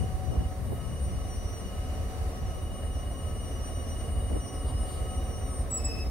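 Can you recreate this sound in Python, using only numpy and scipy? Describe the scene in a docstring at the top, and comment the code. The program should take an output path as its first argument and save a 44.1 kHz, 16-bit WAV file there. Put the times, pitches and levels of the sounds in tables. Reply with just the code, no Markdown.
"""Gusts buffet the microphone while a sixteen-cylinder diesel locomotive throbs far down a platform.
It draws a train away: uneven exhaust puffs boom through its silencer, gas roars and panels ring.
The power converters of an electric train standing nearby whine as they switch, and a little air hisses.
Near the end a wheel sticks and slips on the rail, which makes it squeal."""
import sys
import numpy as np
from scipy import signal
from scipy.fft import rfft, irfft, next_fast_len
from scipy.io import wavfile

SR = 44100
rng = np.random.default_rng(int(sys.argv[2]) if len(sys.argv) > 2 else 0)


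def dump_mix(stems):
    """Bounce the given channels to the path in sys.argv[1] as a 16-bit WAV at rate SR."""
    frames = np.atleast_2d(stems).T  # one column per channel
    limited = np.clip(frames, -1, 1)  # hard clip at full scale
    pcm = np.round(limited * 32767).astype(np.int16)
    wavfile.write(sys.argv[1], SR, pcm)


N = 269010
TIME = np.arange(N) / SR
FFT_SIZE = next_fast_len(N, True)
FREQS = np.fft.rfftfreq(FFT_SIZE, 1 / SR)


def amp(db):
    """Turns decibels into a gain."""
    return 10 ** (np.asarray(db) / 20)


def unit(x):
    """Scales a signal to an average (rms) size of 1."""
    return x / np.sqrt(np.mean(x ** 2) + 1e-20)


def curve(rows):
    """Joins (time, value) points with straight lines."""
    return np.interp(TIME, *np.transpose(rows))


def spectra(rows):
    """Joins each column's points with lines over log frequency."""
    hz, *columns = np.transpose(rows)
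    return [np.interp(np.log(FREQS + 1), np.log(hz), column) for column in columns]


def coloured(x, gain):
    """Gives each frequency its own gain, then scales to size 1."""
    return unit(irfft(rfft(x, FFT_SIZE) * gain, FFT_SIZE)[..., :N])


def noise_pair(likeness):
    """White noise for left and right: likeness 1 is the same in both, 0 is unrelated."""
    left, other = rfft(rng.standard_normal((2, FFT_SIZE)))
    right = likeness * left + np.sqrt(1 - likeness ** 2) * other
    return irfft(np.array([left, right]), FFT_SIZE)[:, :N]


def wander(rate_hz):
    """A random wobble of size 1, no faster than rate_hz."""
    t = np.linspace(0, TIME[-1], num=1500)
    hz = rate_hz * np.geomspace(1 / 10, 1, num=20)
    waves = np.sin(2 * np.pi * (hz[:, None] * t + rng.random((20, 1))))
    return np.interp(TIME, t, unit(waves.sum(0)))


def burst(start, length, attack_s, release_db_per_s):
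    """A gain that rises, holds and dies away."""
    t = TIME - start
    return np.clip(t / attack_s, 0, 1) * amp(-release_db_per_s * np.clip(t - length, 0, 1))


def tone(cycles, db, lead=0, pan_db=0, scatter=.15, rate_hz=8):
    """A note that wavers as its echoes cross moving air; the left is `lead` radians ahead."""
    channels = []
    for side in (.5, -.5):
        echoes = scatter * (wander(rate_hz) + 1j * wander(rate_hz))
        fading = (1 + echoes) / np.sqrt(.5 + scatter ** 2)
        wave = np.exp(1j * (2 * np.pi * cycles + side * lead))
        channels.append(amp(db + side * pan_db) * (fading * wave).real)
    return np.array(channels)


def yard():
    """The distant rail yard: a wide, swelling hiss, with short puffs of compressed air."""
    # tone colour of the hiss: f/Hz, relative level/dB, left-right likeness
    colour = [(97.5, 16, 0.76), (980, 20.5, -0.11), (2180, 15, -0.12), (3580, 9.5, -0.41),
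              (4480, 12, -0.085), (6000, 8.5, -0.17), (9100, 10.5, -0.68), (12100, 6, -0.48),
              (16000, 2, -0.51)]
    # swell of the hiss: t/s, relative level/dB
    hiss_levels = [(0.0, -64.5), (0.64, -67), (2.25, -62.5), (2.74, -68.5), (3.96, -65), (4.53, -69),
                   (5.04, -64.5), (5.29, -68), (5.65, -67.5)]
    # air puffs: start t/s, length/s, centre f/Hz, level/dB
    air_puffs = [(.62, .06, 12000, -62), (.7, .09, 12500, -58), (4.655, .07, 4000, -58),
                 (4.655, .08, 900, -51), (4.84, .17, 4200, -60), (4.86, .11, 10000, -59),
                 (5.68, .06, 12000, -64)]
    colour_db, likeness = spectra(colour)
    hiss = coloured(noise_pair(likeness), amp(colour_db))
    out = amp(curve(hiss_levels) + 12.5 + .5 * wander(20)) * hiss
    for start, length, hz, db in air_puffs:
        progress = np.clip((TIME - start) / length, 0, 1)
        swell = np.sqrt(np.abs(np.sin(np.pi * progress)))
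        band = np.exp(-(np.log((FREQS + 1) / hz) / 0.41) ** 2)
        out += amp(db) * swell * coloured(noise_pair(1), band)
    return out


def converters(whine_hz=2927, twin_hz=2902.3):
    """Two converters switch at nearly the same rate, so their notes flutter against each other."""
    # loudness of the whine's harmonics 1, 2 and 3: t/s, relative level/dB
    first = [(0.0, -57.5), (0.15, -71), (0.44, -60.5), (0.56, -76), (0.78, -63.5), (1.63, -63.5),
             (1.66, -59.5), (2.33, -66.5), (2.75, -59.5), (5.37, -59.5), (5.59, -70), (6.1, -72)]
    second = [(0.0, -70), (0.53, -70), (0.58, -77.5), (1.52, -59.5), (1.71, -68), (3.07, -70),
              (3.94, -61.5), (4.17, -79), (4.51, -60), (4.64, -76), (5.35, -65), (5.8, -68)]
    third = [(0.0, -56), (0.08, -68), (1.21, -58.5), (2.46, -69), (2.6, -60), (5.01, -53.5), (5.37, -59.5),
             (5.57, -51.5), (6.1, -72)]
    # per harmonic: boost/dB, wobble/dB, wobble rate/Hz, scatter, left lead/rad, left minus right/dB
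    harmonics = [(1, 1.1, 9.5, 0.25, 1.3, 2), (6.5, 1, 9, 0.34, 1.36, -1.3), (4, 0.7, 9, 0.36, -0.58, 5)]
    # weaker switching tones: f/Hz, relative level/dB, left lead/rad
    high_tones = [(8995, -67, -.5), (9293, -74, 1), (9394, -69, 1.7), (9496, -77, 1), (9894, -65, 2),
                  (11708, -74, 1.5)]
    levels = [curve(rows) for rows in (first, second, third)]
    cycles = whine_hz * TIME + 0.029 * wander(4.9)
    out = tone(twin_hz * TIME, levels[0] + .5, lead=0.9, pan_db=-0.5, scatter=0.26)
    for k, (boost_db, wobble_db, wobble_hz, scatter, lead, pan_db) in enumerate(harmonics, 1):
        db = levels[k - 1] + boost_db + wobble_db * wander(wobble_hz)
        out += tone(k * cycles, db, lead, pan_db, scatter, rate_hz=16)
    for hz, db, lead in high_tones:
        out += tone(hz * TIME, db - 1.5, lead, pan_db=3.5, scatter=0.6, rate_hz=3.4)
    return out


def wheel():
    """A wheel sticks and slips on the rail, so it sings in short, stuttering squeals."""
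    # squeals: start t/s, length/s, f/Hz, relative level/dB of harmonics 1, 2 and 3
    squeals = [(4.45, .15, 2640, -85, -62.5, -90), (4.72, .13, 2640, -85, -63, -90),
               (5.071, 0.19, 2894, -90, -66, -95), (5.54, 0.076, 2700, -85, -64, -96),
               (5.701, 0.073, 2601, -65, -66, -31.5), (5.766, 0.12, 2604, -57, -50.5, -58),
               (5.842, 0.011, 2602, -48, -47, -26.5), (5.879, 0.149, 2612, -47.5, -49, -63),
               (6.05, 0.043, 2584, -65, -54.5, -80.5)]
    rows = np.array(squeals)
    grips = 1e-9 + np.array([burst(start, length, attack_s=0.021, release_db_per_s=746)
                             for start, length in rows[:, :2]])
    first, second, third = 20 * np.log10(amp(rows[:, 3:]).T @ grips)
    hz = rows[:, 2] @ grips / grips.sum(0)  # the squeal now sounding sets the pitch
    cycles = np.cumsum(hz + 3.2 * wander(57)) / SR
    # per harmonic: level/dB, left lead/rad, scatter
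    harmonics = [(first, .8, .8), (second + 3, 2.3, .9), (third, -.2, .15), (first - 17, 1, .6),
                 (0.47 * third + .5 * first - 21, 1, .6), (0.83 * third - 33, 1, .6)]
    return sum(tone(k * cycles, db, lead, pan_db=1, scatter=scatter, rate_hz=55)
               for k, (db, lead, scatter) in enumerate(harmonics, 1))


def wind(breeze_db=-42.5, lull_s=1.43, buffet_hz=64, rasp_hz=420):
    """Swirling air rumbles on the microphone; large swirls thump it and gusts rasp."""
    # tone colour of the rumble: f/Hz, relative level/dB
    colour = [(15, -12), (30, -13), (42, -9), (75, 7.5), (130, -0.5), (250, -13), (500, -39), (1200, -60),
              (4000, -100)]
    # single thumps: t/s, relative level/dB, left minus right/dB
    buffets = [(0.153, -18, -15), (0.388, -8.5, -1), (0.463, -12, -2), (0.875, -28, 18), (1.039, -13.5, 4),
               (1.459, -13, -2.5), (4.309, -25, 0.5), (4.394, -18, 4)]
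    # gusts: start t/s, length/s, rumble level/dB, rasp level/dB, left minus right/dB
    gusts = [(0, 0.065, -31.5, -41, -3), (0.289, 0.13, -37, -39.5, -1), (0.697, 0.033, -35, -36.5, -5),
             (0.864, 0.405, -42, -64, 2), (4.3, 0.066, -45, -34.5, -2)]
    sides = np.array([[.5], [-.5]])
    lumps = amp(3 * np.array([wander(12), wander(19)]))
    rumble = coloured(noise_pair(0.29) * lumps, amp(spectra(colour)[0]))
    blowing = np.exp(-(TIME / lull_s) ** 2)  # the opening wind dies down to a breeze
    out = amp(breeze_db + blowing * (6 + sides * 9)) * rumble  # it strikes from the left
    for t, db, pan_db in buffets:
        cycles = (TIME - t) * buffet_hz
        push = np.cos(2 * np.pi * cycles) * np.exp(-(cycles / .8) ** 2)
        out += amp(db - 7.5 + sides * pan_db) * push
    swirls = noise_pair(0) * amp(3 * wander(90))
    low_cut = FREQS ** 2 / (FREQS ** 2 + 130 ** 2)
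    rasp = coloured(swirls, low_cut / (1 + (FREQS / rasp_hz) ** 3))
    for start, length, rumble_db, rasp_db, pan_db in gusts:
        swell = burst(start, length, attack_s=0.01, release_db_per_s=600)
        out += amp(sides * pan_db) * swell * (amp(rumble_db) * rumble + amp(rasp_db) * rasp)
    return out


def roar(firings, gas_rise_db_per_s=0.4566, ring_rise_db_per_s=0.77):
    """Gas rushes out, pulsing at each firing, and parts ring; both grow as the engine takes the load."""
    # tone colour of the exhaust and engine body: f/Hz, relative level/dB
    colour = [(40, -30), (90, 11.5), (130, 1.5), (170, -4), (260, -1), (330, -6.5), (560, -4.5),
              (720, -5.5), (850, -17), (1200, -16.5), (1420, -25), (2050, -21), (2600, -31), (5000, -36)]
    # ringing blower, fans and panels: f/Hz, width/Hz, relative level/dB, left-right likeness
    rings = [(195, 8.7, -56, 0.88), (260, 20.6, -55, 0.49), (363.3, 14, -58, 1), (448, 6.8, -55, 0.35),
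             (551.2, 21, -56.5, 0.77), (1056, 11, -68, 1), (1115, 36, -60, 0.55), (1276.5, 6.2, -58, 0.04),
             (1878, 8, -70.5, 0.066), (3757, 21, -69.5, 0.17)]
    pulsing = 1 + .15 * np.cos(2 * np.pi * firings) + .11 * wander(40)
    gas = coloured(noise_pair(0.76) * pulsing, amp(spectra(colour)[0]))
    out = amp(-42 + gas_rise_db_per_s * TIME) * gas
    load = amp(-3 + ring_rise_db_per_s * TIME)
    for hz, width_hz, db, likeness in rings:
        peak = 1 / (1 + ((FREQS - hz) / width_hz * 1.14) ** 2)
        out += load * amp(db) * coloured(noise_pair(likeness), peak)
    return out


def blower(start_hz=750, sag_hz_per_s=.7):
    """The engine's air blower sings one wavering note that sinks slightly."""
    # loudness of the note: t/s, level/dB
    levels = [(0.0, -48), (0.51, -49.5), (0.71, -60), (1.29, -57), (1.58, -68), (1.85, -50.5), (3.77, -61),
              (5.11, -49.5), (5.72, -58), (6.1, -54)]
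    hz = start_hz - sag_hz_per_s * TIME + 2 * wander(25)
    return tone(np.cumsum(hz) / SR, curve(levels) + 1.3 * wander(11), scatter=0.42, rate_hz=22)


def firing_count(cylinders=16, cycle_hz=4.732, drift_s=2.65):
    """Counts the engine's firings; its speed control lets the pace drift slowly up and down."""
    drift = .04 * np.cos(2 * np.pi * (TIME - 2.9) / drift_s)
    return cylinders * cycle_hz * TIME - .83 + drift


def exhaust(firings, uneven=0.41, bank_lead=0.36, stack_hz=73):
    """Unequal puffs from two banks of cylinders boom through the silencer and the exhaust stack."""
    # each cylinder's puff, in firing order: relative strength
    strengths = [0.12, 0.068, 0.035, .05, 0.32, .1, 1.0, 0.34, 0.11, 0.36, 0.74, 0.1, .05, 0.25, 0.058,
                 0.57]
    # loudness of the throb: t/s, relative level/dB
    throb = [(0.55, -43), (1.44, -34), (1.62, -45.5), (1.8, -31.5), (2.34, -35), (2.93, -30), (3.19, -35),
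             (4.35, -31), (4.52, -56), (4.58, -32.5), (5.68, -34), (6.1, -33.5)]
    number = np.arange(int(firings[-1]))
    arrivals = number - bank_lead * (number % 2)  # one bank's shorter pipes bring its puffs early
    at = np.interp(arrivals, firings, np.arange(N)).astype(int)
    puffs = np.zeros(N)
    puffs[at] = -np.take(strengths, number, mode="wrap") * (1 + uneven * rng.standard_normal(len(at)))
    silencer = np.vstack([signal.butter(10, 38, "high", fs=SR, output="sos"),
                          signal.butter(4, 62, "low", fs=SR, output="sos")])
    stack = 1 + 1.6 * np.exp(-((FREQS - stack_hz) / 12) ** 2)  # the stack boosts its own note
    boom = coloured(signal.sosfilt(silencer, puffs), stack)
    # noise stands in for the boom bouncing off buildings and carriages
    scattered = coloured(signal.sosfilt(silencer, rng.standard_normal((2, N))), stack)
    return amp(curve(throb) + 0.54) * (boom + .22 * scattered)


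def scene():
    """All sources, heard from the platform."""
    firings = firing_count()
    locomotive = exhaust(firings)
    return locomotive + roar(firings) + blower() + yard() + converters() + wheel() + wind()


def record(dry):
    """Cuts the very highest treble."""
    low_pass = signal.firwin(511, cutoff=15800, window=("kaiser", 9), fs=SR)
    return signal.oaconvolve(dry, low_pass[None], "same")


dry = scene()
out = record(dry)
dump_mix(out)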